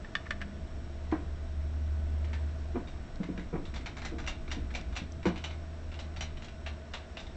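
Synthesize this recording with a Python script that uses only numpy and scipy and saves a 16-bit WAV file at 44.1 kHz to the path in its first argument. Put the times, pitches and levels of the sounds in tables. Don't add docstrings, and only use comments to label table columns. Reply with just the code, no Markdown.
import sys
import numpy as np
from scipy import signal
from scipy.fft import rfft, irfft, next_fast_len
from scipy.io import wavfile
from scipy.ndimage import uniform_filter1d, map_coordinates

SR = 44100
rng = np.random.default_rng(int(sys.argv[2]) if len(sys.argv) > 2 else 0)


def store_wav(level_fs):
    pcm = np.round(np.clip(np.atleast_2d(level_fs), -1, 1) * 32767)
    wavfile.write(sys.argv[1], SR, pcm.T.astype(np.int16))


N = 324576


def amp(db):
    return 10 ** (np.asarray(db) / 20)


def unit(x):
    return x / np.sqrt(np.mean(x ** 2) + 1e-20)


def unit_hit(x):
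    return x / np.sqrt(uniform_filter1d(x ** 2, size=132).max() + 1e-20)


def curve(points, hz):
    f, v = np.transpose(points)
    return np.interp(np.log(hz + 1), np.log(f + 1), v)


def bells(rows, hz):
    return sum(db / (1 + ((hz - centre) / width) ** 2) for centre, width, db in rows)


def wobble(rate):
    return map_coordinates(rng.standard_normal(int(N * rate / SR) + 4), [np.arange(N) * rate / SR])


def eq(x, gain_db):
    m = 2 * next_fast_len(len(x) // 2 + 2048)
    cepstrum = irfft(np.log(amp(gain_db(np.fft.rfftfreq(m, 1 / SR))) + 1e-6), m)
    cepstrum[1:m // 2] *= 2
    cepstrum[m // 2 + 1:] = 0
    return irfft(rfft(x, m) * np.exp(rfft(cepstrum)), m)[:len(x)]


def hit_time():
    return np.arange(SR // 2) / SR


def decay(t60):
    return np.exp(-np.log(1000) * hit_time() / max(t60, 1e-3))


def attack(rise_s):
    return 1 - decay(rise_s)


def mode(hz, t60):
    return decay(t60) * np.sin(2 * np.pi * (hz * hit_time() + rng.random()))


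def burst(t60):
    return rng.standard_normal(SR // 2) * decay(t60)


def add(track, s, x):
    part = track[max(round(s * SR), 0):][:len(x)]
    part += x[:len(part)]


# f/Hz, t60/s
ROOM_DECAY = [(150, 0.31), (4000, 0.25), (8000, 0.13)]


def in_room(x, wet_db):
    hz, t, noise = signal.stft(rng.standard_normal(SR // 2), SR, nperseg=256)
    damping = np.exp(-np.log(1000) * t / curve(ROOM_DECAY, hz)[:, None])
    build_up = 1 - np.exp(-t / 0.0053)
    tail = signal.istft(noise * damping * build_up, SR, nperseg=256)[1]
    return x + amp(wet_db) * signal.fftconvolve(x, tail / np.linalg.norm(tail))[:len(x)]


# f/Hz, level/dB
RUMBLE_EQ = [(12, -5.5), (25, 9.5), (43, -7.5), (62, 6.5), (95, -5.5), (340, -13.5), (600, -54.5)]
# t/s, level/dB
RUMBLE_RIDE = [(0, -42.5), (3, -40.5), (4.7, -39.5), (5.7, -44), (7.36, -45)]


def room_rumble():
    rumble = unit(eq(rng.standard_normal(N), lambda hz: curve(RUMBLE_EQ, hz)))
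    ride_db = np.interp(np.arange(N) / SR, *np.transpose(RUMBLE_RIDE))
    return rumble * amp(ride_db + wobble(4.8))


def drone(path, trim_db, overtone_db, fade_db_per_s=22.5):
    s, hz, db = np.transpose(path)
    t = np.arange(N) / SR
    phase = 2 * np.pi * np.cumsum(np.interp(t, s, hz)) / SR
    overtones = sum(amp(overtone_db + 3 * wobble(4)) * np.sin(k * phase) for k in (2, 3))
    outside_path_s = np.abs(t - np.clip(t, s[0], s[-1]))
    level_db = np.interp(t, s, db) - fade_db_per_s * outside_path_s
    return np.sqrt(2) * amp(level_db + trim_db + wobble(4.6)) * (np.sin(phase) + overtones)


# t/s, f/Hz, level/dB before trim
HELD_PATH = [(0.5, 74.8, -46), (1.41, 74.4, -38.5), (1.84, 74.7, -30.5), (2.55, 75.1, -35.5),
             (3.02, 74.6, -49.5)]
DIVING_PATH = [(4.1, 71, -49), (4.6, 70, -35), (4.8, 61.2, -30.5), (4.95, 54.6, -33), (5.2, 49.3, -89)]
SAGGING_PATH = [(5.1, 78.7, -41.5), (6.31, 77.4, -38), (6.49, 77.2, -51.5), (6.7, 74.74, -38),
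                (7.2, 75.8, -53)]
HUM_PATH = [(.15, 196, -67.5), (.5, 201.6, -51.5), (.75, 201.4, -70)]


def far_drones():
    return (drone(HELD_PATH, trim_db=0.9, overtone_db=-45.0)
            + drone(DIVING_PATH, trim_db=-4.0, overtone_db=-30.5)
            + drone(SAGGING_PATH, trim_db=-2.3, overtone_db=-19.0)
            + drone(HUM_PATH, trim_db=4.5, overtone_db=-29))


# f/Hz, level/dB
AIR_EQ = [(240, -27.5), (400, -5.5), (544, -9.5), (642, -4), (799, -13), (1600, -14.5), (3000, -22),
          (3850, -22.5), (4700, -28), (8110, -33), (8540, -71.5)]
# f/Hz, half width/Hz, boost/dB
AIR_BELLS = [(656, 25, 4), (5530, 170, 8.5)]
# f/Hz, rms level/dB
WHINE_TONES = [(238, -64), (347, -63.5), (641, -67), (680, -68), (1491, -71), (7853, -87), (7881, -87),
               (8118, -89), (8149, -90)]


def computer():
    t = np.arange(N) / SR
    air = unit(eq(rng.standard_normal(N), lambda hz: curve(AIR_EQ, hz) + bells(AIR_BELLS, hz)))
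    air *= amp(-54.5 + 0.72 * wobble(1.7))
    whine = sum(amp(db + 2 * wobble(7)) * np.sin(2 * np.pi * hz * t + 0.7 * wobble(7))
                for hz, db in WHINE_TONES)
    return air + np.sqrt(2) * whine


# t/s, level/dB before trim, strongest f/Hz
TICK_CUES = [(3.158, -39.5, 4500), (4.812, -38, 3160), (5.121, -37.5, 5800)]


def ticks(trim_db=-10.5):
    track = np.zeros(N)
    for s, db, centre_hz in TICK_CUES:
        tick_eq = [(centre_hz / 3, -28), (centre_hz, 5), (8500, -15)]
        tick = eq(burst(0.015), lambda hz: curve(tick_eq, hz))
        add(track, s, amp(db + trim_db) * unit_hit(tick))
    return track


# f/Hz, level/dB
DESK_MODES = [(178, -0.5), (272, -0.5), (308, -2), (338, -4.5), (462, 0), (535, -3), (705, 0), (987, -4),
              (1110, -15), (1440, -8.5), (2340, -5)]
# f/Hz, level/dB
KNOCK_EQ = [(130, -16), (320, -6.5), (950, -1), (2200, -13), (5000, -52)]
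# t/s, level/dB before trim, thud f/Hz, knock level/dB, ring t60/s at the thud's pitch
BUMP_CUES = [(1.1225, -24, 305, -5, .075), (2.746, -36.5, 330, -17, 0.08), (2.755, -31, 340, -12, 0.11),
             (2.769, -34, 240, -12, .11), (3.2, -31, 200, -29, 0.19), (3.286, -35, 330, -20, 0.12),
             (3.297, -35, 190, -24, 0.18), (3.375, -37, 186, -22, 0.2), (3.528, -36.5, 363, -18, .1),
             (3.538, -31, 186, -13, .1), (3.554, -32.5, 308, -12, .1), (4.121, -40, 331, -26, 0.28),
             (4.566, -38, 213, -30, 0.18), (5.015, -39.5, 210, -23, .17), (5.254, -24.5, 380, -5.5, 0.1),
             (5.268, -24, 180, -15, 0.18)]


def desk_bumps(trim_db=2.0, thud_db=0.5, falloff_db_per_octave=13):
    track = np.zeros(N)
    for s, db, thud_hz, knock_db, t60 in BUMP_CUES:
        thud = np.sin(2 * np.pi * thud_hz * hit_time()) * decay(0.025) * attack(0.025) ** 2
        ring = 0
        for hz, mode_db in DESK_MODES:
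            drive = amp(-falloff_db_per_octave * abs(np.log2(hz / thud_hz)))
            drive += amp(knock_db) * (hz > 2 * thud_hz)
            mode_t60 = t60 * np.sqrt(thud_hz / hz)
            ring += amp(mode_db + rng.normal(0, 1)) * drive * mode(hz, mode_t60)
        knock = unit_hit(eq(burst(0.15), lambda hz: curve(KNOCK_EQ, hz)))
        body = (unit_hit(ring * attack(0.021)) + amp(knock_db) * knock) * attack(0.0085)
        bump = unit_hit(amp(thud_db) * unit_hit(thud) + body)
        add(track, s, amp(db + trim_db) * in_room(bump, wet_db=-9.5))
    return track


# f/Hz, level/dB, t60/s
PLASTIC_MODES = [(1185, -2.5, 0.035), (1650, 2.5, 0.022), (1800, 4, 0.025), (2030, -4, 0.025),
                 (2960, -2.5, 0.018), (3480, -0.5, 0.022)]
# f/Hz, level/dB
CRACK_EQ = [(350, -35), (600, -4), (701, -16), (1780, 4), (2740, -10), (3500, -20.5), (8500, -49.5)]
# t/s, level/dB before trim
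CLICK_CUES = [(0.0457, -36.5), (0.1526, -16.5), (0.2575, -41), (0.266, -36.5), (0.307, -20), (0.407, -39),
              (0.415, -29), (0.4225, -30.5)]


def plastic_clicks(trim_db=-7.0, full_force_db=-16.5):
    track = np.zeros(N)
    for s, db in CLICK_CUES:
        force_db = db - full_force_db
        treble_db = 19.5 + 0.39 * force_db
        crack_shelf = [(2200, 1), (3200, -3.5 + treble_db / 2), (5000, treble_db)]
        ring_shelf = [(2800, 0), (3500, min(force_db, 0))]
        ring = sum(amp(mode_db + rng.normal(0, 0.55) + curve(ring_shelf, hz)) * mode(hz, t60)
                   for hz, mode_db, t60 in PLASTIC_MODES)
        ring = amp(0.47 * force_db) * unit_hit(ring * attack(0.0049))
        crack = eq(burst(0.047), lambda hz: curve(CRACK_EQ, hz) + curve(crack_shelf, hz))
        snap = amp(db + trim_db) * unit_hit(ring + amp(-6.5) * unit_hit(crack))
        add(track, s, in_room(snap, wet_db=-17.5))
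        add(track, s + 0.014, amp(-14) * snap)
    return track


# f/Hz, level/dB
CLATTER_EQ = [(260, -38), (450, -10), (675, 0.5), (1040, -4.5), (2040, -8), (3180, -12.5), (3870, -9),
              (4600, -15.5), (7550, -21.5), (8500, -40.5)]
# f/Hz, level/dB, t60/s
MOUSE_MODES = [(1803, -3, 0.027), (2085, 5, 0.03), (2344, 5.5, 0.029), (2797, -1, 0.04),
               (3730, -9.5, 0.065), (5770, -7, 0.11)]


def mouse_hit(db, ring_hz, treble_db, trim_db=-6.0):
    def blow_db(hz):
        low_shelf = curve([(ring_hz / 3, -4.5), (ring_hz, 0)], hz)
        high_shelf = curve([(3600, 0.0074), (5500, treble_db)], hz)
        return low_shelf + bells([(ring_hz, 170, 6)], hz) + high_shelf

    flutter_db = 2 * unit(uniform_filter1d(rng.standard_normal(SR // 2), size=90))
    chatter = burst(0.11) * amp(flutter_db)
    contact = (chatter + burst(0.016)) * attack(0.0061)
    clatter = unit_hit(eq(contact, lambda hz: curve(CLATTER_EQ, hz) + blow_db(hz)))
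    struck_mode = (ring_hz, -1, 0.045)
    ring = 0
    for hz, mode_db, t60 in [struck_mode, *MOUSE_MODES]:
        grip_db, grip_detune = rng.normal(0, 2.5), rng.normal(1, 0.018)
        ring += amp(mode_db + blow_db(hz) + grip_db) * mode(hz * grip_detune, t60)
    hit = unit_hit(clatter + amp(-1.5) * unit_hit(ring * attack(0.002)))
    return amp(db + trim_db) * in_room(hit, wet_db=-7.0)


# t/s, level/dB before trim, ring f/Hz, treble shelf/dB, delay of the second edge/s
CLACK_CUES = [(2.331, -37, 1790, -6, 0.004), (2.873, -44.5, 3705, -5, 0.0087),
              (3.376, -37, 1610, -7.5, 0.019), (3.740, -37.5, 1700, 0, 0.019),
              (3.7574, -39.5, 3490, -4, 0.005), (3.859, -33, 2300, -4, 0.0051),
              (3.968, -36.5, 1770, -2, 0.014), (4.049, -33, 1860, 1, 0.007), (4.184, -37, 1610, -2, .017),
              (4.274, -27.5, 2770, 0.5, 0.0075), (4.5145, -30, 2830, 0, 0.006),
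              (4.7494, -27.5, 2380, -0.5, 0.0072), (4.9639, -29.5, 2750, 0, 0.0083),
              (5.2545, -28, 2266, -3, 0.012), (5.359, -36, 2310, -5, 0.017),
              (5.4398, -29.5, 2930, -2, .006), (5.990, -36, 3070, -2.5, 0.007),
              (6.163, -39, 3570, -5, 0.0063), (6.2079, -29, 2990, 0.5, 0.013),
              (6.421, -40.5, 2720, -1.5, 0.023), (6.662, -32.5, 2805, -6.5, 0.0095),
              (6.936, -31.5, 2724, -4.5, 0.006), (7.17, -33, 2730, -7.5, 0.004),
              (7.194, -43, 3746, 0, 0.0075)]
# t/s, level/dB before trim, ring f/Hz
TAP_CUES = [(1.1147, -39, 2100), (2.2438, -43.5, 2160), (3.232, -39, 2120), (3.653, -41.5, 3520),
            (3.808, -46.5, 2150), (4.018, -37.5, 1900), (4.24, -42, 1520), (4.478, -40, 1480),
            (4.705, -42.5, 1670), (4.925, -44, 1500), (5.229, -41.5, 2430), (5.507, -40.5, 2250),
            (5.9172, -43, 2710), (5.941, -41, 3020), (6.371, -42.5, 3130), (6.483, -41.5, 2720),
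            (7.267, -44, 3590)]


def mouse_clacks(ordinary_db=-34, push_from_s=4.2, push_to_s=5.1):
    track = np.zeros(N)
    for s, db, ring_hz, treble_db, rock_s in CLACK_CUES:
        rock_db = ordinary_db - 5.5 + 0.58 * (db - ordinary_db)
        add(track, s, mouse_hit(db, ring_hz, treble_db))
        add(track, s + rock_s, mouse_hit(rock_db, 1.3 * ring_hz, treble_db + 4))
        if push_from_s < s < push_to_s:
            add(track, s - 0.01, mouse_hit(db - 10, ring_hz, treble_db))
    for s, db, ring_hz in TAP_CUES:
        add(track, s, mouse_hit(db, ring_hz, treble_db=-4))
    return track


def scene():
    bed = room_rumble() + far_drones() + computer()
    return (bed + ticks() + desk_bumps() + plastic_clicks() + mouse_clacks())[None]


def record(dry):
    cutoff_hz = 8550
    m = next_fast_len(N + SR // 2)
    hz = np.fft.rfftfreq(m, 1 / SR)
    return irfft(rfft(dry, m) / np.sqrt(1 + (hz / cutoff_hz) ** 140), m)[:, :N]


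dry = scene()
out = record(dry)
store_wav(out)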